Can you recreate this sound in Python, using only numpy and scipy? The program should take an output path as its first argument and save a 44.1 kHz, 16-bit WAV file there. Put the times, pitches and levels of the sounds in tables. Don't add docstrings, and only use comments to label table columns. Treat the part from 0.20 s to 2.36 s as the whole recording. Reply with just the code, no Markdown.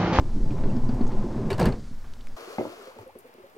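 import sys
import numpy as np
from scipy import signal
from scipy.io import wavfile
from scipy.ndimage import uniform_filter1d

SR = 44100
rng = np.random.default_rng(int(sys.argv[2]) if len(sys.argv) > 2 else 0)


def generate_wav(sig):
    pcm = np.round(np.clip(np.atleast_2d(sig).T, -1, 1) * 32767).astype(np.int16)
    wavfile.write(sys.argv[1], SR, pcm)


def volts(x):
    e = np.asarray(x, float) / 20
    return 10 ** e


N = 95476
HIT_SIZE = 9000
HIT_RISE_S = 0.005


def evened(x):
    return x / np.sqrt(np.mean(x ** 2) + 1e-20)


def steadied(x, span_s):
    power = uniform_filter1d(x ** 2, round(span_s * SR))
    power = uniform_filter1d(power, round(span_s * SR / 2))
    return x / np.sqrt(abs(power) + 1e-3)


def read(points, hz):
    f, value = np.transpose(points)
    return np.interp(np.log(hz + 1), np.log(f + 1), value)


def curve(points, order=1):
    table = np.transpose(points)
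    return np.interp(np.arange(N) / SR, table[0], table[order])


def coloured(x, gain):
    log_gain = np.log(np.maximum(gain(abs(np.fft.fftfreq(16384, 1 / SR))), 1e-5))
    taps = np.fft.ifft(np.exp(np.conj(signal.hilbert(log_gain)))).real[:8192]
    return signal.oaconvolve(x, taps)[:len(x)]


def hiss(colour):
    noise = rng.standard_normal(N + 9000)
    return evened(coloured(noise, lambda hz: volts(read(colour, hz)))[9000:])


def wobble(rate_hz):
    return evened(signal.lfilter(*signal.butter(2, rate_hz, fs=SR), rng.standard_normal(N)))


def burst(t60, size=HIT_SIZE):
    return rng.standard_normal(size) * volts(-60 * np.arange(size) / SR / t60)


def by_band(decays, tilt_db=0):
    total = 0
    for k, (hz, t60) in enumerate(decays):
        edges_hz = [hz / 1.424, min(hz * 1.395, 0.45 * SR)]
        band = signal.butter(2, edges_hz, "band", fs=SR, output="sos")
        total = total + volts(tilt_db * k / 2) * signal.sosfilt(band, burst(t60, size=20000))
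    return total


def ring(modes, detune):
    t = np.arange(HIT_SIZE) / SR
    chance = rng.uniform(-1.26, 1, (len(modes), 2))
    x = np.zeros(HIT_SIZE)
    for (hz, db, t60), (uneven, off) in zip(modes, chance):
        x += volts(db + 6 * uneven - 60 * t / t60) * np.sin(2 * np.pi * hz * (1 + detune * off) * t)
    return x / abs(x).max()


def soft_start():
    return np.minimum(np.arange(HIT_SIZE) / SR / HIT_RISE_S, 1)


def lumpy(size=20000):
    chatter_db = 3 * evened(uniform_filter1d(rng.standard_normal(size), 90))
    return volts(chatter_db) * np.minimum(np.arange(size) / SR / 0.0015, 1)


def add(mix, s, sound):
    part = mix[round(s * SR):][:len(sound)]
    part += sound[:len(part)]


# pitch_hz [Hz], width_hz [Hz], level_db [dB]
PANEL = [(124, 22, 2), (380, 30, 2), (530, 20, 3), (625, 20, 1), (730, 22, 2), (875, 18, 7), (1025, 20, 9)]


def peaks(hz, body=PANEL):
    power = volts(2 * -0.5)
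    for pitch_hz, width_hz, level_db in body:
        power = power + volts(2 * level_db) / (1 + (2 * (hz - pitch_hz) / width_hz) ** 2)
    return np.sqrt(power)


# time_s [s], load_db [dB], upper_drone_db (speed) [dB]
ROLL = [(0, -30.5, -12.5), (.05, -37, -13), (.13, -40.5, -9), (.18, -33.5, -17.5), (.28, -31.5, -14.5),
        (.38, -32.5, -9), (.5, -29.5, -10.5), (.62, -38.5, -5), (.72, -38, -3.5), (.85, -33, -7),
        (1.0, -34.5, -6.5), (1.15, -34.5, -6.5), (1.28, -26.5, -13), (1.345, -41.5, 4), (1.365, -46, 0.5),
        (1.4, -22, -7.5)]
# pitch_hz [Hz], density_db [dB per Hz]
ROLL_COLOUR = [(24, -3), (40, -17), (65, -13), (118, -3), (235, -7.5), (320, -9), (999, -23.5),
               (1210, -28.5), (4000, -50.5), (5200, -76), (8800, -120)]
# time_s [s], pitch_hz [Hz], level_db above the roll [dB]
BOOM = [
    (0, 214, -4.5),
    (.45, 204.6, -13.5),
    (.56, 236.2, 2),
    (.86, 249, 1),
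    (.92, 218, -9.5),
    (1.0, 208, -0.5),
    (1.14, 216.6, 0.5),
    (1.26, 219.6, -3.5),
    (1.4, 214, -8.5),
]
ROLL_END_S, ROLL_FADE_S = 1.42, 0.03
GRIT_PER_S, GRIT_SPREAD_DB, ROLL_WOBBLE_DB = 9000, 1.5, 1.5
SPLIT_HZ, BOOM_WIDTH_HZ = 371, 25


def rollers():
    grit = rng.standard_normal(N) * volts(GRIT_SPREAD_DB * rng.exponential(1, N))
    grit = grit * (rng.random(N) < GRIT_PER_S / SR)
    grit = grit * volts(ROLL_WOBBLE_DB * wobble(19))

    def upper(hz):
        return 1 / (1 + (SPLIT_HZ / (hz + 1)) ** 4)

    def panel(hz):
        return volts(read(ROLL_COLOUR, hz)) * peaks(hz)

    low = coloured(grit, lambda hz: panel(hz) * (1 - upper(hz)))
    high = coloured(grit, lambda hz: panel(hz) * upper(hz))
    turn = np.exp(2j * np.pi * np.cumsum(curve(BOOM)) / SR)
    r = np.exp(-np.pi * BOOM_WIDTH_HZ / SR)
    boom = (turn * signal.lfilter([(1 - r) ** 2], np.convolve([1, -r], [1, -r]), grit / turn)).real
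    drone = 0.85 * steadied(evened(low), 0.062)
    drone = drone + volts(curve(ROLL, order=2)) * steadied(evened(high), 0.02)
    drone = drone + volts(curve(BOOM, order=2)) * steadied(evened(boom), 0.51)
    fade = np.clip((ROLL_END_S - np.arange(N) / SR) / ROLL_FADE_S, 0, 1)
    return drone * volts(curve(ROLL)) * fade


# start_s [s], thud_db [dB], tick_db [dB]
KNOCKS = [
    (0.162, -20, -56),
    (0.303, -16.5, -43),
    (0.433, -15.5, -33),
    (0.563, -10, -41),
    (0.688, -11, -33),
    (0.807, -9, -34),
    (0.923, -20.5, -38.5),
    (1.044, -18, -48),
    (1.16, -27, -43),
]
# pitch_hz [Hz], level_db [dB], t60_s [s]
KNOCK_MODES = [(113.2, -8.5, 0.13), (224.8, 2.5, 0.059), (397, -16, 0.07), (630, -9.5, 0.016)]


def knocks():
    out, rattle, soft = np.zeros(N), np.zeros(N), soft_start()
    boom_hz = curve(BOOM)
    for s, thud_db, tick_db in KNOCKS:
        tuning = boom_hz[round(s * SR)] / 235
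        modes = [(hz * tuning, db, t60) for hz, db, t60 in KNOCK_MODES]
        add(out, s, volts(thud_db) * soft * ring(modes, 0.017))
        add(rattle, s, volts(tick_db) * soft * burst(0.092))
        add(out, s + 0.0028, volts(tick_db - 6) * soft * ring(BRACKET, 0.05))
    return out + coloured(rattle, lambda hz: volts(read(CLACK, hz) + 8) / (1 + (hz / 5500) ** 4))


# start_s [s], thud_db, clack_db, bracket_db, sharpness_db [dB]
BLOWS = [(1.302, -14, -24, -38, 1), (1.307, -19, -32, -38, -1), (1.328, -24, -32.5, -23, 4.5),
         (1.347, -28, -39, -58, -5), (1.379, -25, -33, -51, 5.5), (1.392, -9, -50, -48, -11),
         (1.395, -17.5, -26, -48, 6.5), (1.404, -13.5, -38, -54, 13), (1.413, -10, -24, -34, -1.5),
         (1.426, -20, -32.5, -27, 4), (1.441, -10.5, -34, -56.5, 4), (1.455, -10.5, -21.5, -22.5, 2),
         (1.469, -12.5, -39, -50, -11), (1.484, -23.5, -39, -46, 6), (1.521, -22, -35, -33.5, -4)]
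# pitch_hz [Hz], density_db [dB per Hz]
THUD = [(15, -14), (25, -5.5), (82, -2.5), (152, -7.5), (250, -11), (515, -8), (816, -15), (884, -15.5),
        (3000, -35.5), (3900, -53), (6600, -120)]
# pitch_hz [Hz], t60_s [s]
THUD_T60 = [(35, 0.38), (80, 0.27), (180, 0.48), (400, 0.22), (900, 0.17), (2000, 0.18)]
# pitch_hz [Hz], density_db [dB per Hz]
CLACK = [(880, -22), (1500, -5.5), (2090, -16.5), (2810, -16), (3280, -18.5), (4580, -21), (6150, -29),
         (13100, -33.5), (15600, -38)]
# pitch_hz [Hz], t60_s [s]
CLACK_T60 = [(2200, 0.084), (4500, 0.11), (8000, 0.095), (12500, 0.026)]
# pitch_hz [Hz], width_hz [Hz], level_db [dB]
LATCH = [(1710, 40, 6), (2320, 82, 2), (2850, 120, 7), (3680, 240, -5), (8150, 630, 1.5), (13300, 930, -6)]
# pitch_hz [Hz], level_db [dB], t60_s [s]
BRACKET = [(4330, 0.5, 0.044), (4500, -4, 0.035), (4510, 5, 0.022)]


def catch():
    low, high, out, soft = np.zeros(N), np.zeros(N), np.zeros(N), soft_start()
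    for s, thud_db, clack_db, bracket_db, sharpness_db in BLOWS:
        add(low, s, volts(thud_db) * by_band(THUD_T60))
        chatter = lumpy()
        add(high, s, volts(clack_db - 3) * chatter * by_band(CLACK_T60, sharpness_db))
        add(out, s, volts(bracket_db) * soft * chatter[:HIT_SIZE] * ring(BRACKET, 0.019))
    thuds = coloured(low, lambda hz: volts(read(THUD, hz) + 11) * np.sqrt(peaks(hz)))
    clacks = coloured(high, lambda hz: volts(read(CLACK, hz) + 14) * peaks(hz, LATCH))
    return out + thuds + clacks


# start_s [s], level_db [dB]
SNAPS = [(1.3035, -31), (1.3065, -31), (1.3305, -44), (1.3785, -43), (1.383, -44), (1.3965, -23),
         (1.3985, -30), (1.4045, -36), (1.4275, -40), (1.4565, -22), (1.4585, -30), (1.4865, -37)]
# pitch_hz [Hz], level_db [dB]
SNAP_COLOUR = [(800, -28), (3000, -12), (8500, -7.5), (13000, -11), (15600, -17)]


def snaps():
    out = np.zeros(N)
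    for s, db in SNAPS:
        add(out, s, volts(db) * burst(0.0055, size=2000))
    return coloured(out, lambda hz: volts(read(SNAP_COLOUR, hz)))


# start_s [s], pitch_hz [Hz], level_db [dB], swell_s [s]
JOLTS = [(.005, 277, -37, 0.013), (.155, 291, -30, 0.0093), (0.194, 32.8, -21, 0.023),
         (0.231, 248, -38, .015), (.30, 287, -30, 0.011), (0.306, 130, -29.5, 0.011),
         (.43, 280.4, -35, 0.016), (0.444, 402, -33.5, 0.011), (.465, 200, -29, 0.029),
         (0.507, 136, -28.5, 0.02), (0.632, 124.5, -26.5, 0.013), (.725, 121.3, -22.5, 0.011),
         (.72, 36, -30, 0.015), (.806, 393, -34, 0.0074), (0.886, 423, -36, 0.0049),
         (.922, 377.7, -33.5, 0.013), (.945, 111, -28.5, 0.0078), (1.031, 204, -32, 0.0086),
         (1.04, 352, -27, 0.0071), (.265, 42, -29, 0.011), (1.149, 125, -27.5, .015),
         (1.158, 304, -29, 0.006), (1.185, 393, -29.5, 0.01), (1.46, 42.6, -20.5, 0.013),
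         (1.307, 395, -25.5, 0.011), (1.302, 2320, -34.5, 0.0019), (1.303, 3835, -39.5, 0.002),
         (1.41, 4670, -41, 0.0035), (1.41, 722, -29, 0.0077), (1.334, 115, -25, 0.0091),
         (1.392, 360, -29, 0.0061), (1.391, 1627, -30, 0.0034), (1.402, 202, -21.5, 0.0077),
         (1.422, 163.7, -21, 0.01), (1.42, 895, -25, 0.0047), (1.443, 139.2, -31, 0.0073),
         (1.461, 61, -21, 0.0045), (1.465, 212, -18, 0.0086), (1.47, 369.4, -27.5, 0.0077),
         (1.48, 140, -23.5, 0.0077), (1.492, 241.6, -25.5, 0.0087), (1.504, 132, -35, 0.025),
         (1.525, 233, -40, 0.015), (1.568, 217, -37, 0.0091)]


def jolts():
    out, t = np.zeros(N), np.arange(HIT_SIZE) / SR
    for s, hz, db, swell_s in JOLTS:
        swell = t / swell_s * np.exp(1 - t / swell_s)
        add(out, s, volts(db) * swell * np.sin(2 * np.pi * hz * t))
    return out


# start_s [s], level_db [dB], pitch_hz [Hz], width_hz [Hz], t60_s [s]
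TICKS = [(0, -38.5, 1980, 5000, 0.084), (.306, -42, 2520, 920, 0.053), (0.69, -46, 4530, 806, .06),
         (0.566, -43.5, 4930, 1800, .05), (1.712, -32, 168, 171, 0.12), (0.498, -49.5, 2680, 200, 0.075),
         (0.746, -44, 9100, 8800, 0.012), (0.869, -42.5, 6460, 2470, 0.017), (.878, -43, 6920, 2500, .02),
         (.92, -48, 4200, 900, 0.069), (1.863, -54, 3270, 700, .02), (1.937, -35, 3630, 4500, 0.022),
         (2.009, -41.5, 3600, 1600, 0.032), (2.071, -35, 1600, 2400, .01), (2.084, -51, 5160, 500, .03),
         (0.436, -42.5, 1800, 700, 0.079), (1.843, -43, 900, 1490, 0.085), (2.071, -41, 5940, 9000, 0.028)]


def ticks():
    out = np.zeros(N)
    for s, db, hz, width_hz, t60 in TICKS:
        drive = burst(t60, size=4000)
        drive[0] += 8
        click = coloured(drive, lambda f: 1 / (1 + (2 * (f - hz) / width_hz) ** 2))
        add(out, s, volts(db) * click / abs(click).max())
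    return out


# time_s [s], level_db [dB], flap_db [dB]
AIR = [
    (0.0, -32, -6),
    (0.07, -22, -12),
    (.25, -21.5, -12),
    (.6, -21.5, -12.5),
    (.95, -20, -14),
    (1.2, -30, -12),
    (1.6, -33.5, -11.5),
    (2.14, -31, -17),
    (2.16, -37.5, -11),
]
# pitch_hz [Hz], density_db [dB per Hz]
AIR_COLOUR = [(2, -6), (6, 0), (13, -1), (22, -14), (45, -40), (200, -100)]
# pitch_hz [Hz], density_db [dB per Hz]
FLAP_COLOUR = [(12, -20), (28, 2), (40, -12), (70, -11.5), (150, -20), (400, -100)]


def air():
    push = steadied(hiss(AIR_COLOUR), 0.23)
    flap = volts(curve(AIR, order=2)) * steadied(hiss(FLAP_COLOUR), 0.12)
    return volts(curve(AIR)) * (push + flap)


# pitch_hz [Hz], density_db [dB per Hz]
LEAVES = [(1290, -8.5), (2200, -8), (2470, -15), (3080, -7.5), (4830, -3.5), (5690, -5.5), (7830, -9.5),
          (11400, -22), (15600, -53)]
# pitch_hz [Hz], density_db [dB per Hz]
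YARD = [(29, -8.5), (50, -8.5), (179, -20), (233, -13.5), (296, -24), (1010, -30), (1550, -33),
        (6110, -52.5), (15600, -79)]
LEAVES_DB, LEAVES_DUCK_DB, LEAVES_DROP_DB, LEAVES_DROP_S = -60, -0.5, -4.5, 1.712
YARD_DB, SIDE_DB, SIDE_LATE_DB = -48.5, -76.5, -72.5


def outdoors():
    t = np.arange(N) / SR
    late = np.clip((t - LEAVES_DROP_S) / 0.0058, 0, 1)
    leaves_db = LEAVES_DB + LEAVES_DUCK_DB * np.clip((t - 1.3) / 0.56, 0, 1)
    leaves_db = leaves_db + LEAVES_DROP_DB * late + 0.36 * wobble(25)
    yard_db = YARD_DB + 0.4 * wobble(39)
    trace = volts(SIDE_DB + (SIDE_LATE_DB - SIDE_DB) * late) * rng.standard_normal((2, N))
    mid = volts(leaves_db) * hiss(LEAVES) + volts(yard_db) * hiss(YARD) + 1.65 * trace[0]
    return mid, trace[1]


def scene():
    pushes = air()
    floor, side = outdoors()
    mid = rollers() + knocks() + catch() + ticks() + floor + pushes + jolts() + snaps()
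    side = side + volts(-41) * pushes
    return np.array([mid + side, mid - side])


def roll_off(x):
    return signal.sosfilt(signal.butter(12, 15720, fs=SR, output="sos"), x)


def record(dry):
    return roll_off(dry)


dry = scene()
out = record(dry)
generate_wav(out)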